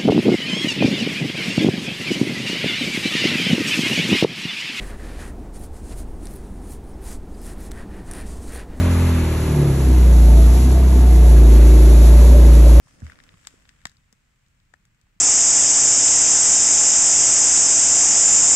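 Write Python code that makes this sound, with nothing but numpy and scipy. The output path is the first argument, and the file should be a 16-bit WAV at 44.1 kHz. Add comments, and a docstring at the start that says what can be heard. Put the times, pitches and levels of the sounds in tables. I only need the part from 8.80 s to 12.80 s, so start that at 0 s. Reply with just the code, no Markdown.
"""The throb of a six-cylinder car at fast idle, in a closed garage, two microphones beside the tailpipes.
The engine settles to idle; as the firing rate sinks under 65 Hz it meets a resonance of exhaust and
room and swells into a deep boom. The two cylinder banks throb at half that rate, gas puffs out at each
firing, uneven firings burble, and behind it all the engine whirs and hisses.
Near the end the microphones move closer to the pipes and the rasp grows."""
import sys
import numpy as np
from scipy import signal
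from scipy.fft import rfft, irfft
from scipy.io import wavfile
from scipy.ndimage import uniform_filter1d, minimum_filter1d

SR = 44100
rng = np.random.default_rng(int(sys.argv[2]) if len(sys.argv) > 2 else 0)


def output_pcm(signal):
    """Save a mono or channel-first signal as 16-bit PCM at the path in sys.argv[1].

    Samples are clipped to [-1, 1] before scaling.
    """
    pcm = np.clip(np.atleast_2d(signal).T, -1, 1) * 32767
    wavfile.write(sys.argv[1], SR, np.round(pcm).astype(np.int16))


N = 176400
T = np.arange(N) / SR
HZ = np.fft.rfftfreq(N, 1 / SR)


def amp(db):
    """Decibels to gain."""
    return 10 ** (np.asarray(db) / 20)


def unit(x):
    """Scales to rms 1."""
    return x / np.sqrt(np.mean(abs(x) ** 2) + 1e-20)


def curve(table, column=1):
    """One column of a time table, at every sample."""
    columns = np.transpose(table)
    return np.interp(T, columns[0], columns[column])


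def colour(points, hz=HZ):
    """Gain of a spectrum at the given frequencies."""
    f, db = np.transpose(points)
    return amp(np.interp(np.log(hz + 1), np.log(f + 1), db))


def resonances(modes):
    """Gain of a set of narrow resonances at every frequency."""
    return np.sqrt(sum(amp(db) ** 2 / (1 + ((HZ - hz) / width) ** 2) ** 2 for hz, width, db in modes))


def wander(rate_hz=3, size=800):
    """Slow complex random flutter, rms about 1."""
    f = np.fft.fftfreq(size, N / SR / size)
    spectrum = rng.standard_normal(size) + 1j * rng.standard_normal(size)
    drift = np.fft.ifft(spectrum / (1 + (f / rate_hz) ** 2))
    return np.interp(T, np.linspace(0, T[-1], size), unit(drift))


# The microphone pair: f/Hz, left-right likeness, lead of the left/rad
MIC_PAIR = [(0, 1, 0), (200, .99, 0), (420, .95, -.1), (720, .76, -.25), (1300, .72, -.1), (1900, .93, 0),
            (2250, .85, .2), (2900, .35, 1.4), (3800, .56, .9), (4400, .5, 1.8), (4900, .66, 3.3),
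            (5400, .68, 5.3), (6000, .9, 6.3), (7300, .73, 7.8), (9000, .97, 9.4), (10200, .87, 10.3),
            (11600, .88, 11.7), (12200, .98, 12.55)]

def noise(gain):
    """Coloured noise of rms 1 as the two microphones hear it in the garage."""
    direct, diffuse = rfft(rng.standard_normal((2, N)))
    f, alike, lead = np.transpose(MIC_PAIR)
    alike, lead = np.interp(HZ, f, alike), np.interp(HZ, f, lead)
    right = alike * direct * np.exp(-1j * lead) + np.sqrt(1 - alike ** 2) * diffuse
    return unit(irfft(np.array([direct, right]) * gain, N))


# Bass modes of the garage: f/Hz, width/Hz, relative level/dB
ROOM_MODES = [(53, 8.8, -2), (98.8, 3, -0.5), (133, 9.3, -4)]
# Their rumble: t/s, level/dB
ROOM_LEVEL = [(0, -30), (.2, -23.5), (.4, -32), (1, -25), (1.5, -53), (2, -26), (2.8, -56), (4, -56)]

def garage():
    """All around the microphones, the gas flow stirs the narrow bass resonances of the room."""
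    return noise(resonances(ROOM_MODES)) * amp(curve(ROOM_LEVEL))


# Spectra of belts and valve gear, and of air: f/Hz, relative level/dB
WHIR_SPECTRUM = [(300, -84), (800, 7), (1080, 6.5), (1350, 4), (1650, 1.5), (1850, 1), (2070, 0.5),
                 (2300, 0.5), (2650, 1), (3100, -3.5), (3700, -10), (4400, -6), (5200, -52), (12000, -59)]
HISS_SPECTRUM = [(1500, -61), (2700, -8.5), (3600, -1), (4500, -1.5), (5000, -3), (5900, -2), (6600, -0.5),
                 (7500, 0), (8600, -5), (9700, -0.5), (11100, 5), (12000, -6.5), (13000, -12), (13700, -29),
                 (16000, -32)]
# Whines of the belt drive: f/Hz, width/Hz, relative level/dB
BELT_WHINES = [(1658, 30, 1.5), (2044, 42, 0), (3570, 30, -3)]
# The engine as heard from the tailpipes: t/s, whir level/dB, hiss level/dB
ENGINE_LEVELS = [(0, -33.5, -37.5), (.35, -34, -37.5), (.7, -36.5, -38.5), (1.1, -39, -37),
                 (1.45, -40.5, -36.5), (1.8, -39, -34.5), (2.02, -40, -38.5), (2.4, -40.5, -36.5),
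                 (2.8, -36.5, -34), (3.2, -37, -32.5), (3.6, -36.5, -33), (4, -35.5, -31.5)]

def engine(firings):
    """Farther off, a whir that pulses lightly with the valves, faint belt whines and a hiss of air."""
    whir = noise(colour(WHIR_SPECTRUM)) * (1 + .11 * np.cos(2 * np.pi * firings))
    whine = noise(resonances(BELT_WHINES)) * amp(-12)
    hiss = noise(colour(HISS_SPECTRUM)) * (1 + .11 * wander(rate_hz=12).real)
    return (whir + whine) * amp(curve(ENGINE_LEVELS, 1)) + hiss * amp(curve(ENGINE_LEVELS, 2))


# Resonances of the tailpipes and of their mouth: f/Hz, width/Hz, relative level/dB
PIPE_MODES = [(244.5, 17, 2), (326, 20, 2.5), (369, 10.7, 5), (431, 19, -0.5), (667, 12, -2.5),
              (728, 16, -2.5), (892, 9.7, -3.5), (1068, 20, -19)]
MOUTH_MODES = [(559.6, 13, 0)]
# The ringing of each at the microphones: t/s, level/dB
PIPE_LEVEL = [(0, -57), (.6, -36.5), (.8, -30.5), (1.1, -34.5), (1.35, -30.5), (1.55, -31), (1.75, -27.5),
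              (2, -33), (2.4, -29), (2.8, -34), (3.3, -30), (3.6, -33), (4, -31)]
MOUTH_LEVEL = [(0, -53), (1.2, -43), (1.55, -46), (2, -48), (2.8, -45), (3.55, -33), (4, -29)]

def pipe_ring():
    """Gas rings the tailpipes; the note at their mouth grows as the microphones come close."""
    pipes = noise(resonances(PIPE_MODES)) * amp(curve(PIPE_LEVEL))
    mouth = noise(resonances(MOUTH_MODES)) * amp(curve(MOUTH_LEVEL))
    return pipes + mouth


# Burbles in the pipes: crest t/s, f/Hz, level/dB, swell time/s
BURBLES = [(.6, 311, -31, .06), (.775, 250, -25, .05), (.79, 360, -22, .08), (1.095, 250, -19.5, .045),
           (1.095, 320, -26, .04), (1.17, 308, -26, .035), (1.59, 660, -34, .04), (1.86, 250, -26, .04),
           (1.98, 670, -32, .06), (2.17, 246, -22.5, .04), (2.24, 250, -25, .03), (3.52, 256, -22.5, .05),
           (3.555, 590, -21, .018), (3.59, 385, -25, .025), (3.869, 590, -18.5, .008)]

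def burbles():
    """An uneven firing thumps one pipe resonance, which swells and dies away."""
    out = np.zeros(N)
    for (crest, hz, db, swell), phase in zip(BURBLES, rng.random(len(BURBLES))):
        age = np.maximum(1 + (T - crest) / swell, 0)
        envelope = (age * np.exp(1 - age)) ** 4
        out += amp(db) * envelope * np.cos(2 * np.pi * (hz * T + phase))
    return np.sqrt(2) * out


# Spectrum of the rushing gas: f/Hz, relative level/dB
GAS_SPECTRUM = [(50, -30), (130, -6), (190, -2), (250, 1), (360, 0), (440, -.5), (620, -8), (800, -13),
                (1050, -13.5), (1500, -22.5), (3000, -33), (8000, -63)]
# The gas beside the pipes: t/s, level/dB
GAS_LEVEL = [(0, -38), (.6, -37.5), (.8, -34), (1.1, -32.5), (1.4, -35), (1.75, -34), (2.15, -32),
             (2.7, -34), (3.1, -32), (3.35, -30), (3.57, -28), (4, -30)]
# The six cylinders in firing order: relative level/dB
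CYLINDERS = [1.5, -0.77, 1.8, -2.2, 1.3, -1.2]
FIRING_NUMBERS = np.arange(400)

def gas_puffs(pulses):
    """Gas leaves the pipes in a puff at each firing, each cylinder with its own strength."""
    cylinder = amp(np.interp(pulses, FIRING_NUMBERS, np.resize(CYLINDERS, len(FIRING_NUMBERS))))
    puffing = unit(cylinder * (1 + .7 * np.cos(2 * np.pi * pulses)))
    return noise(colour(GAS_SPECTRUM)) * puffing * amp(curve(GAS_LEVEL))


def bank_pulses(rate, pulses, response, rough, spread, smear_s_per_hz):
    """Pulses of the cylinder banks as fluttering harmonics, smeared in time by pipe and room."""
    mid, side = np.zeros((2, N))
    bank_phasor = np.exp(1j * np.pi * pulses)
    low, high = response[0][0], response[-1][0]
    rough = rough * (rate.min() / rate) ** .6  # a faster engine flutters less
    for k in np.setdiff1d(np.arange(1, 42), [2, 4, 6]):  # boom() plays these three
        hz = k * rate / 2
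        if hz.max() > low and hz.min() < high:
            smear = np.exp(-1j * np.pi * smear_s_per_hz * (hz.mean() - low) ** 2)
            harmonic = colour(response, hz) * bank_phasor ** k * smear
            mid += (harmonic * (1 + rough * wander())).real
            side += (harmonic * wander()).real * spread * min(k / 10, 1) ** 2
    return np.array([mid + side, mid - side]) * np.sqrt(2 / (1 + rough ** 2))


# Response of pipe and garage to the banks, in a low, a middle and a high band: f/Hz, level/dB
THROB_BAND = [(26, -50), (34, -31), (44, -37), (84, -28.5), (94, -24.5), (125, -30.5), (141, -21),
              (156, -24.5), (176, -25.5), (198, -36), (216, -26.5), (234, -31), (254, -30), (275, -38),
              (310, -101)]
HOLLOW_BAND = [(255, -54), (284, -35), (296, -36), (312, -27.5), (330, -34.5), (345, -37), (366, -31),
               (390, -33.5), (410, -45.5), (430, -54.5), (465, -40.5), (520, -47), (600, -54)]
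RASP_BAND = [(400, -52), (470, -42), (530, -50), (580, -37), (620, -44), (650, -41), (700, -48), (735, -47),
             (810, -58), (885, -50), (1000, -55), (1400, -90)]
# Gain on each band: t/s, throb level/dB, hollow level/dB, rasp level/dB
BAND_LEVELS = [(0, -3, -5, 2), (.4, 0, -0.5, -8.5), (.6, 1, -5, -8), (.8, -3, 0, -10), (1.1, -5.5, -4, -13),
               (1.35, -4, -7.5, -9.5), (1.55, -1.5, -6, 0.5), (1.75, -5.5, -5.5, -17),
               (1.95, -5.5, -5.5, -2), (2.15, -8, -8, -11.5), (2.45, -2, -6, -3), (2.62, -2.5, 1.5, -4.5),
               (3.15, -3.5, 1.5, -1), (3.35, -3.5, -4, 1), (3.57, -1, -0.5, 0), (3.78, -1, 3, -1),
               (4, -2, 1.5, 1)]

def exhaust(rate, firings):
    """Close by, the pipes throb, sound hollow, rasp and puff; no two firings are quite alike."""
    pulses = firings - 1.22  # the pulses trail the boom
    uneven = np.interp(pulses, FIRING_NUMBERS, 1 + .09 * rng.standard_normal(len(FIRING_NUMBERS)))
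    puffs = gas_puffs(pulses)
    ring = pipe_ring()
    throb = bank_pulses(rate, pulses, THROB_BAND, rough=.18, spread=.0075, smear_s_per_hz=7e-5)
    hollow = bank_pulses(rate, pulses, HOLLOW_BAND, rough=.27, spread=.15, smear_s_per_hz=7e-5)
    rasp = bank_pulses(rate, pulses, RASP_BAND, rough=.6, spread=.37, smear_s_per_hz=5e-5)
    throb *= amp(curve(BAND_LEVELS, 1))
    hollow *= amp(curve(BAND_LEVELS, 2))
    rasp *= amp(curve(BAND_LEVELS, 3))
    return throb + uneven * (hollow + rasp + puffs) + ring


# Tones at one, two and three times the firing rate: t/s, level/dB
BOOM_LEVEL = [(0, -16), (.3, -15.5), (.5, -20), (.8, -23.5), (.95, -21), (1.1, -10.5), (1.3, -7.5),
              (1.55, -6), (1.68, -7), (1.8, -11), (2.02, -10.5), (2.2, -8.5), (2.65, -4.5), (3.25, -5),
              (3.52, -4), (3.75, -3.5), (4, -3)]
DRONE_LEVEL = [(0, -26), (.2, -29), (.38, -25.5), (.52, -31), (.65, -28), (.73, -20), (.8, -16),
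               (.88, -15.3), (.97, -18.5), (1.1, -28), (1.5, -35), (1.85, -25.5), (2.2, -29), (2.6, -37),
               (3.2, -38), (3.5, -31), (3.8, -37), (4, -34)]
OVERTONE_LEVEL = [(0, -28), (.4, -26.5), (.5, -36.5), (1.1, -35.5), (1.3, -29), (1.8, -31.5), (2, -29.5),
                  (2.45, -32), (2.75, -36.5), (3.5, -30), (4, -29)]

def boom(firings):
    """The firing tone and two wavering overtones fill the garage, swelling where they meet resonances."""
    angle = 2 * np.pi * firings
    fundamental = amp(curve(BOOM_LEVEL)) * np.cos(angle)
    drone = amp(curve(DRONE_LEVEL)) * (np.exp(2j * angle) * (1 + .07 * wander())).imag
    overtone = amp(curve(OVERTONE_LEVEL)) * (np.exp(3j * angle) * (1 + .2 * wander())).imag
    return np.sqrt(2) * (fundamental + drone + overtone)


# Engine speed, from fast idle to idle: t/s, firing rate f/Hz
FIRING_RATE = [(0, 87), (.25, 84.7), (.55, 78.7), (.8, 72.1), (1.05, 64.2), (1.25, 59.8), (1.48, 56.95),
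               (1.68, 58), (1.88, 63.8), (2.05, 63.5), (2.35, 58.95), (2.7, 56.15), (2.95, 56.6),
               (3.25, 56.7), (3.53, 59.25), (3.78, 56.8), (4, 57.1)]

def scene():
    """The car from beside its tailpipes; one count of firings times the boom, exhaust and valves."""
    rate = curve(FIRING_RATE)
    firings = np.cumsum(rate) / SR
    return boom(firings) + exhaust(rate, firings) + burbles() + garage() + engine(firings)


def record(dry):
    """Behind the microphones, a limiter catches the highest crests and a low-pass trims the treble."""
    ceiling, window, edge_hz = .95, round(.02 * SR), 14500
    gain = ceiling / np.maximum(abs(dry).max(0), ceiling)
    limited = dry * uniform_filter1d(minimum_filter1d(gain, window), window)
    lowpass = signal.firwin(511, edge_hz, window=("kaiser", 9), fs=SR)
    return signal.oaconvolve(limited, lowpass[None], "same")


dry = scene()
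out = record(dry)
output_pcm(out)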